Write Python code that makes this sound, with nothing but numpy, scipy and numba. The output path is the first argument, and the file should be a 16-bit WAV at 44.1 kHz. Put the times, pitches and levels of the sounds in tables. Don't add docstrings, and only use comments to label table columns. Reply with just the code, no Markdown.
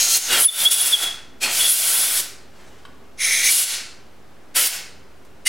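import sys
import numpy as np
from scipy import signal
from scipy.fft import rfft, irfft
from scipy.io import wavfile
from scipy.ndimage import uniform_filter1d, minimum_filter1d, map_coordinates
from numba import njit

SR = 44100
rng = np.random.default_rng(int(sys.argv[2]) if len(sys.argv) > 2 else 0)


def output_pcm(signal):
    pcm = np.clip(np.atleast_2d(signal).T, -1, 1) * 32767
    wavfile.write(sys.argv[1], SR, np.round(pcm).astype(np.int16))


N = 241932
T = np.arange(N) / SR
HZ = np.maximum(np.arange(N // 2 + 1) * SR / N, 1)


def undb(db):
    return 10 ** (np.asarray(db) / 20)


def unit(x):
    return x / np.sqrt(np.mean(x ** 2))


def curves(rows):
    s, *columns = np.transpose(rows)
    return [np.interp(T, s, c) for c in columns]


def across(hz, points):
    f, value = np.transpose(points)
    return np.interp(np.log(hz), np.log(f), value)


def noise(gain):
    return irfft(rfft(rng.standard_normal(N)) * gain, N)


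def resonance(hz, width_hz):
    return 1 / (1 + 1j * (HZ ** 2 - hz ** 2) / (HZ * width_hz)) ** 2


def mode_power(modes, widen):
    return sum(np.abs(undb(db) * resonance(hz, widen * width_hz)) ** 2 for hz, width_hz, db in modes)


def walk(rate_hz):
    k = int(SR / rate_hz)
    steps = np.repeat(rng.standard_normal(N // k + 1), k)
    return 1.6 * uniform_filter1d(uniform_filter1d(steps, k), k)[:N]


def bands(x, count=10):
    centres = np.geomspace(400, 16000, count)
    hz = np.maximum(np.arange(len(x) // 2 + 1) * SR / len(x), 1)
    spectrum = rfft(x)
    weights = [np.interp(np.log(hz), np.log(centres), row) for row in np.eye(count)]
    return [(centre, irfft(spectrum * weight, len(x))) for centre, weight in zip(centres, weights)]


# time in seconds, gain from nearness
# in dB, slant in dB (negative is square on the metal, positive is grazing an edge).
AIM_SLOT = [(0.035, -2.5, 0.5), (0.075, -6.5, -4), (0.12, -2, 4), (0.165, 5.5, 0.5)]
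AIM_FACE = [(0.28, -6, 0.5), (0.33, 2.5, -9.5), (0.39, 7, -5), (0.445, 9.5, 3.5), (0.52, -0.5, 1),
            (0.601, 3.5, 3), (0.68, 3.5, -1)]
AIM_RIM = [(0.72, 6.5, 9), (0.77, 3.5, 3), (0.88, 4.5, 1.5), (0.95, -6.5, -2), (1.019, -9.5, -4),
           (1.049, -6, -7)]
AIM_SWEEP = [(1.432, 1.5, 0), (1.48, -8.5, -11.5), (1.55, -4, 7), (1.66, -0.5, -0.5), (1.73, 6, 6.5),
             (1.83, -0.5, 4), (2.05, 0, -1), (2.13, -7.5, 3)]
AIM_BORE = [(3.22, -0.5, -1), (3.42, 0, 0), (3.51, 15.5, 4.5), (3.6, 21, 4), (3.65, 17, 3.5)]
AIM_PUFF = [(4.575, 0.032, -2), (4.639, 1, 1.5)]
AIM_STILL = [(0, 0.0028, 0.006)]
# press, let-go, attack and brightening time in seconds,
# then strength, low rush and top sizzle in dB, then the nozzle's path.
BLASTS = [(-0.05, 0.178, 0.023, 0.062, -3.5, -5.5, -5, AIM_SLOT),
          (0.248, 0.718, 0.036, 0.043, -13.5, 4.5, -0.5, AIM_FACE),
          (0.694, 1.038, 0.024, 0.011, -5, 1, -2.5, AIM_RIM),
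          (1.397, 2.204, 0.037, 0.2, -8, 1, 0.5, AIM_SWEEP),
          (3.166, 3.641, 0.051, 0.041, -15, -5, -8.5, AIM_BORE),
          (4.539, 4.673, 0.026, 0.017, -7, -0.5, -0.5, AIM_PUFF),
          (5.448, 5.6, 0.024, 0.038, -3.5, -10, -5, AIM_STILL)]


def jet(shut_s=0.0069, opening_dull_db=-17.5, sizzle_per_slant=0.4):
    strength, rush_db, sizzle_db = 0, 0, 0
    for press_s, let_go_s, attack_s, brighten_s, db, low_db, top_db, aim in BLASTS:
        age = np.maximum(T - press_s, 0)
        near_db, slant_db = curves(aim)
        valve = np.minimum(age / attack_s, 1) ** 2 * np.exp(-np.maximum(T - let_go_s, 0) / shut_s)
        dull_db = opening_dull_db * np.exp(-age / brighten_s)
        strength = strength + valve * undb(db + near_db)
        rush_db = np.where(age > 0, low_db - slant_db, rush_db)
        sizzle_db = np.where(age > 0, top_db + dull_db + sizzle_per_slant * slant_db, sizzle_db)
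    return strength, rush_db, sizzle_db


# frequency in Hz, relative spectral level in dB.
JET_COLOUR = [(60, -26.5), (190, -17), (650, -9), (1000, -10.5), (1500, -9.5), (2050, -4), (2600, -2),
              (4000, -1), (6500, -1), (8500, 0.5), (10000, 4.5), (12000, 0.5), (14000, -2.5), (20000, -6.5)]
# centre and nominal width in Hz, level in dB.
CASE_HOLLOWS = [(725, 45, -6), (1365, 120, -3.5), (1520, 58, -0.5), (1850, 60, -10.5)]


def hiss(rush_db, sizzle_db, flutter_db=0.66):
    power = undb(across(HZ, JET_COLOUR)) ** 2 + mode_power(CASE_HOLLOWS, widen=1.356)
    out = 0
    for hz, band in bands(noise(np.sqrt(power))):
        rush_share = across(hz, [(1400, 0.85), (4500, 0.037)])
        sizzle_share = across(hz, [(6500, 0.2), (11500, 0.97)])
        out = out + band * undb(rush_share * rush_db + sizzle_share * sizzle_db + flutter_db * walk(60))
    return out


HOLE_MODES = {"slot": [(4200, 270, 0), (5370, 150, 0.5), (6500, 740, 5)], "bolt hole": [(3398, 141, 7.5),
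              (10110, 580, 4.5)], "pocket": [(1540, 200, 4), (3200, 860, 6)], "passage": [(2440, 220, 7.5),
              (4340, 250, 0.5)], "deep bore": [(2063, 260, 11), (2330, 123, 13.5), (3740, 500, 4),
              (5400, 200, 6.5), (6240, 400, 9), (9830, 640, 6.5)], "shallow bore": [(2080, 390, 5),
              (2930, 270, 6), (9300, 900, 5.5)], "narrow port": [(10100, 1100, 8.5), (11380, 1000, 4)]}
# start and length in seconds, level in dB, which hole.
HOLE_VISITS = [(0, 0.17, 2, "slot"), (0.29, 0.1, -0.5, "pocket"), (0.39, 0.1, 0, "narrow port"),
               (0.44, 0.45, 1.5, "bolt hole"), (0.899, 0.14, 2.5, "bolt hole"),
               (1.402, 0.096, 1, "passage"), (1.602, 0.12, 4.5, "bolt hole"),
               (1.685, 0.058, 2, "narrow port"), (1.779, 0.31, -5, "bolt hole"),
               (1.845, 0.24, -3.5, "narrow port"), (3.157, 0.341, -1, "deep bore"),
               (3.505, 0.13, -4, "narrow port"), (4.538, 0.12, -6.5, "shallow bore"),
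               (5.43, 0.055, 0.5, "shallow bore")]


def cavities(waver_db=1.5, fade_s=0.02):
    out = 0
    for name, modes in HOLE_MODES.items():
        aim = sum(undb(db) * np.clip(np.minimum(T - s, s + length_s - T) / fade_s + .5, 0, 1)
                  for s, length_s, db, hole in HOLE_VISITS if hole == name)
        out = out + aim * noise(np.sqrt(mode_power(modes, widen=1.57)))
    return out * undb(waver_db * walk(50))


def blow_gun(hiss_db=-2, cavity_db=-2.5):
    strength, rush_db, sizzle_db = jet()
    return strength * (undb(hiss_db) * hiss(rush_db, sizzle_db) + undb(cavity_db) * cavities())


# frequency in Hz, relative spectral level in dB.
ROOM_COLOUR = [(18, -43.5), (30, -9), (69, -12), (213, -9.5), (270, -8), (359, -11.5), (389, -6),
               (455, -11), (532, -12), (808, -14), (897, -16), (1400, -18), (3320, -26.5), (15500, -40)]
# frequency in Hz, rms level in dB.
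ROOM_HUM = [(59.9, -65), (75.4, -62), (120, -68), (253, -67.5), (360.7, -66)]


def room_tone(air_db=-49, hum_waver_db=2.0):
    colour = undb(across(HZ, ROOM_COLOUR))
    width = undb(across(HZ, [(35, 1.5), (70, -2.0), (130, 0.5), (300, -4.5), (700, -8.5), (4000, -8)]))
    air = unit(noise(colour) + noise(colour * width) * np.array([[1], [-1]]))
    hum = 0
    for hz, db in ROOM_HUM:
        amplitude = np.sqrt(2) * undb(db + hum_waver_db * walk(4.3))
        hum = hum + amplitude * np.sin(2 * np.pi * hz * T + .5 * walk(2.0))
    return undb(air_db) * air + hum


# peak time and half length in seconds,
# pitch in Hz, glide in Hz per second, level in dB.
BORE_WHISTLES = [(0.148, .014, 4200, 1000, -13), (0.446, 0.0085, 3354, -12000, -5.5),
                 (0.463, 0.0097, 10100, -17000, 18), (0.491, 0.0084, 3482, -2000, 9),
                 (0.669, .014, 3334, 6512.5, 4.5), (.82, .013, 10180, 19998.5, 3.5),
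                 (0.941, 0.013, 3390, -9000, 6), (1.075, .055, 3380, -100, -23.5),
                 (1.666, 0.016, 3387, 5000, -12), (1.7, 0.018, 10300, -8000, -8)]


def whistles(wobble_hz=35):
    out = 0
    for peak_s, half_s, hz, glide, db in BORE_WHISTLES:
        from_peak = np.clip(T - peak_s, -5 * half_s, 5 * half_s)
        pitch = hz + glide * from_peak + wobble_hz * walk(300)
        swell = undb(db) * np.exp(-(from_peak / half_s) ** 2)
        out = out + swell * np.sin(2 * np.pi * np.cumsum(pitch) / SR)
    return out


# time in seconds, level in dB.
SLEEVE_BRUSH = [(2.45, -69.5), (2.56, -50.5), (2.66, -48.5), (2.73, -52.5), (2.82, -55.5), (2.95, -72.5)]


def sleeve():
    colour = undb(across(HZ, [(200, 5), (1200, 2), (3000, -3.5), (7500, -9), (12000, -20.5)]))
    return unit(noise(colour)) * undb(curves(SLEEVE_BRUSH)[0] + walk(90))


# start in seconds, level in dB, the tick's relative level
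# in dB, its centre in Hz.
NOZZLE_TAPS = [(2.852, -35, 3, 1980), (5.249, -60.5, 12, 6980)]
# frequency in Hz, level in dB, seconds to fall by 60 dB.
CASTING_MODES = [(1126, 7, 0.042), (1470, 4.5, 0.049), (2660, -8, 0.018), (3160, -0.5, 0.038),
                 (3810, 0.5, 0.023), (8000, -8, .03)]


def taps(tick_s=0.011, ring_db=-6):
    out = 0
    for start_s, db, tick_db, tick_hz in NOZZLE_TAPS:
        age = np.maximum(T - start_s, 0)
        ring = sum(undb(mode_db - 60 * age / t60) * np.sin(2 * np.pi * hz * age)
                   for hz, mode_db, t60 in CASTING_MODES)
        tick = (T > start_s) * np.exp(-age / tick_s) * noise(resonance(tick_hz, 1.5 * tick_hz))
        out = out + undb(db) * (undb(ring_db) * ring + undb(tick_db) * tick)
    return out


def reflections(x, wet_db=-5.5, near_db=-7, near_s=.003, sway_s=.0002, side_db=-19.0):
    age = T[:SR * 3 // 4]
    t60 = [(300, 0.33), (1500, 0.69), (3300, 0.49), (5500, 0.55), (10000, 0.3), (15000, 0.2984)]
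    treble = signal.butter(2, 2500, "high", fs=SR, output="sos")
    heard = []
    for _ in range(2):
        diffuse = bands(rng.standard_normal(len(age)))
        tail = sum(band * undb(-60 * age / across(hz, t60)) for hz, band in diffuse)
        tail = tail * (1 - np.exp(-age / 0.0053))
        scatter = rng.standard_normal(len(age)) * np.exp(-age / near_s) * (age > .001)
        near = signal.sosfilt(treble, scatter)
        response = (undb(wet_db) * unit(tail) + undb(near_db) * unit(near)) / np.sqrt(len(age))
        place = (T + sway_s * walk(5)) * SR
        heard.append(map_coordinates(signal.fftconvolve(x, response)[:N], [place], order=3))
    mid, side = heard
    width_db = across(HZ, [(400, 8.5), (1200, -20), (2600, -28.5), (5000, 1), (8000, 2.5), (13000, 1)])
    side = irfft(rfft(side) * undb(side_db + width_db), N)
    return mid + side * np.array([[1], [-1]])


def scene(work_db=-2, whistle_room_db=-9):
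    bench = blow_gun() + taps() + sleeve()
    whistle = whistles()
    room = reflections(bench + undb(whistle_room_db) * whistle)
    return undb(work_db) * (bench + whistle + room) + room_tone()


@njit
def peak_follower(x, attack, hold, release):
    out, level, wait = np.empty(len(x)), 0., 0.
    for i in range(len(x)):
        if x[i] > level:
            level += attack * (x[i] - level)
            wait = hold
        elif wait > 0:
            wait -= 1
        else:
            level *= release
        out[i] = level
    return out


def record(dry, ceiling_db=-6, attack_s=0.0001, hold_s=0.012, release_db_per_s=160,
           lag_s=0.011, settle_db=2.0, preamp_offset=0.0091):
    attack = 1 - np.exp(-1 / (attack_s * SR))
    release = float(undb(-release_db_per_s / SR))
    peak = peak_follower(np.abs(dry).max(axis=0), attack, float(hold_s * SR), release)
    slow = np.interp(T - lag_s, T, uniform_filter1d(peak, SR // 25), left=0)
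    overshoot = np.maximum(peak, undb(settle_db) * slow) / undb(ceiling_db)
    gain = minimum_filter1d(1 / np.maximum(overshoot, 1), SR // 500)
    top_cut = signal.ellip(10, .1, 70, 15850, fs=SR, output="sos")
    return signal.sosfilt(top_cut, (dry + preamp_offset) * gain)


dry = scene()
out = record(dry)
output_pcm(out)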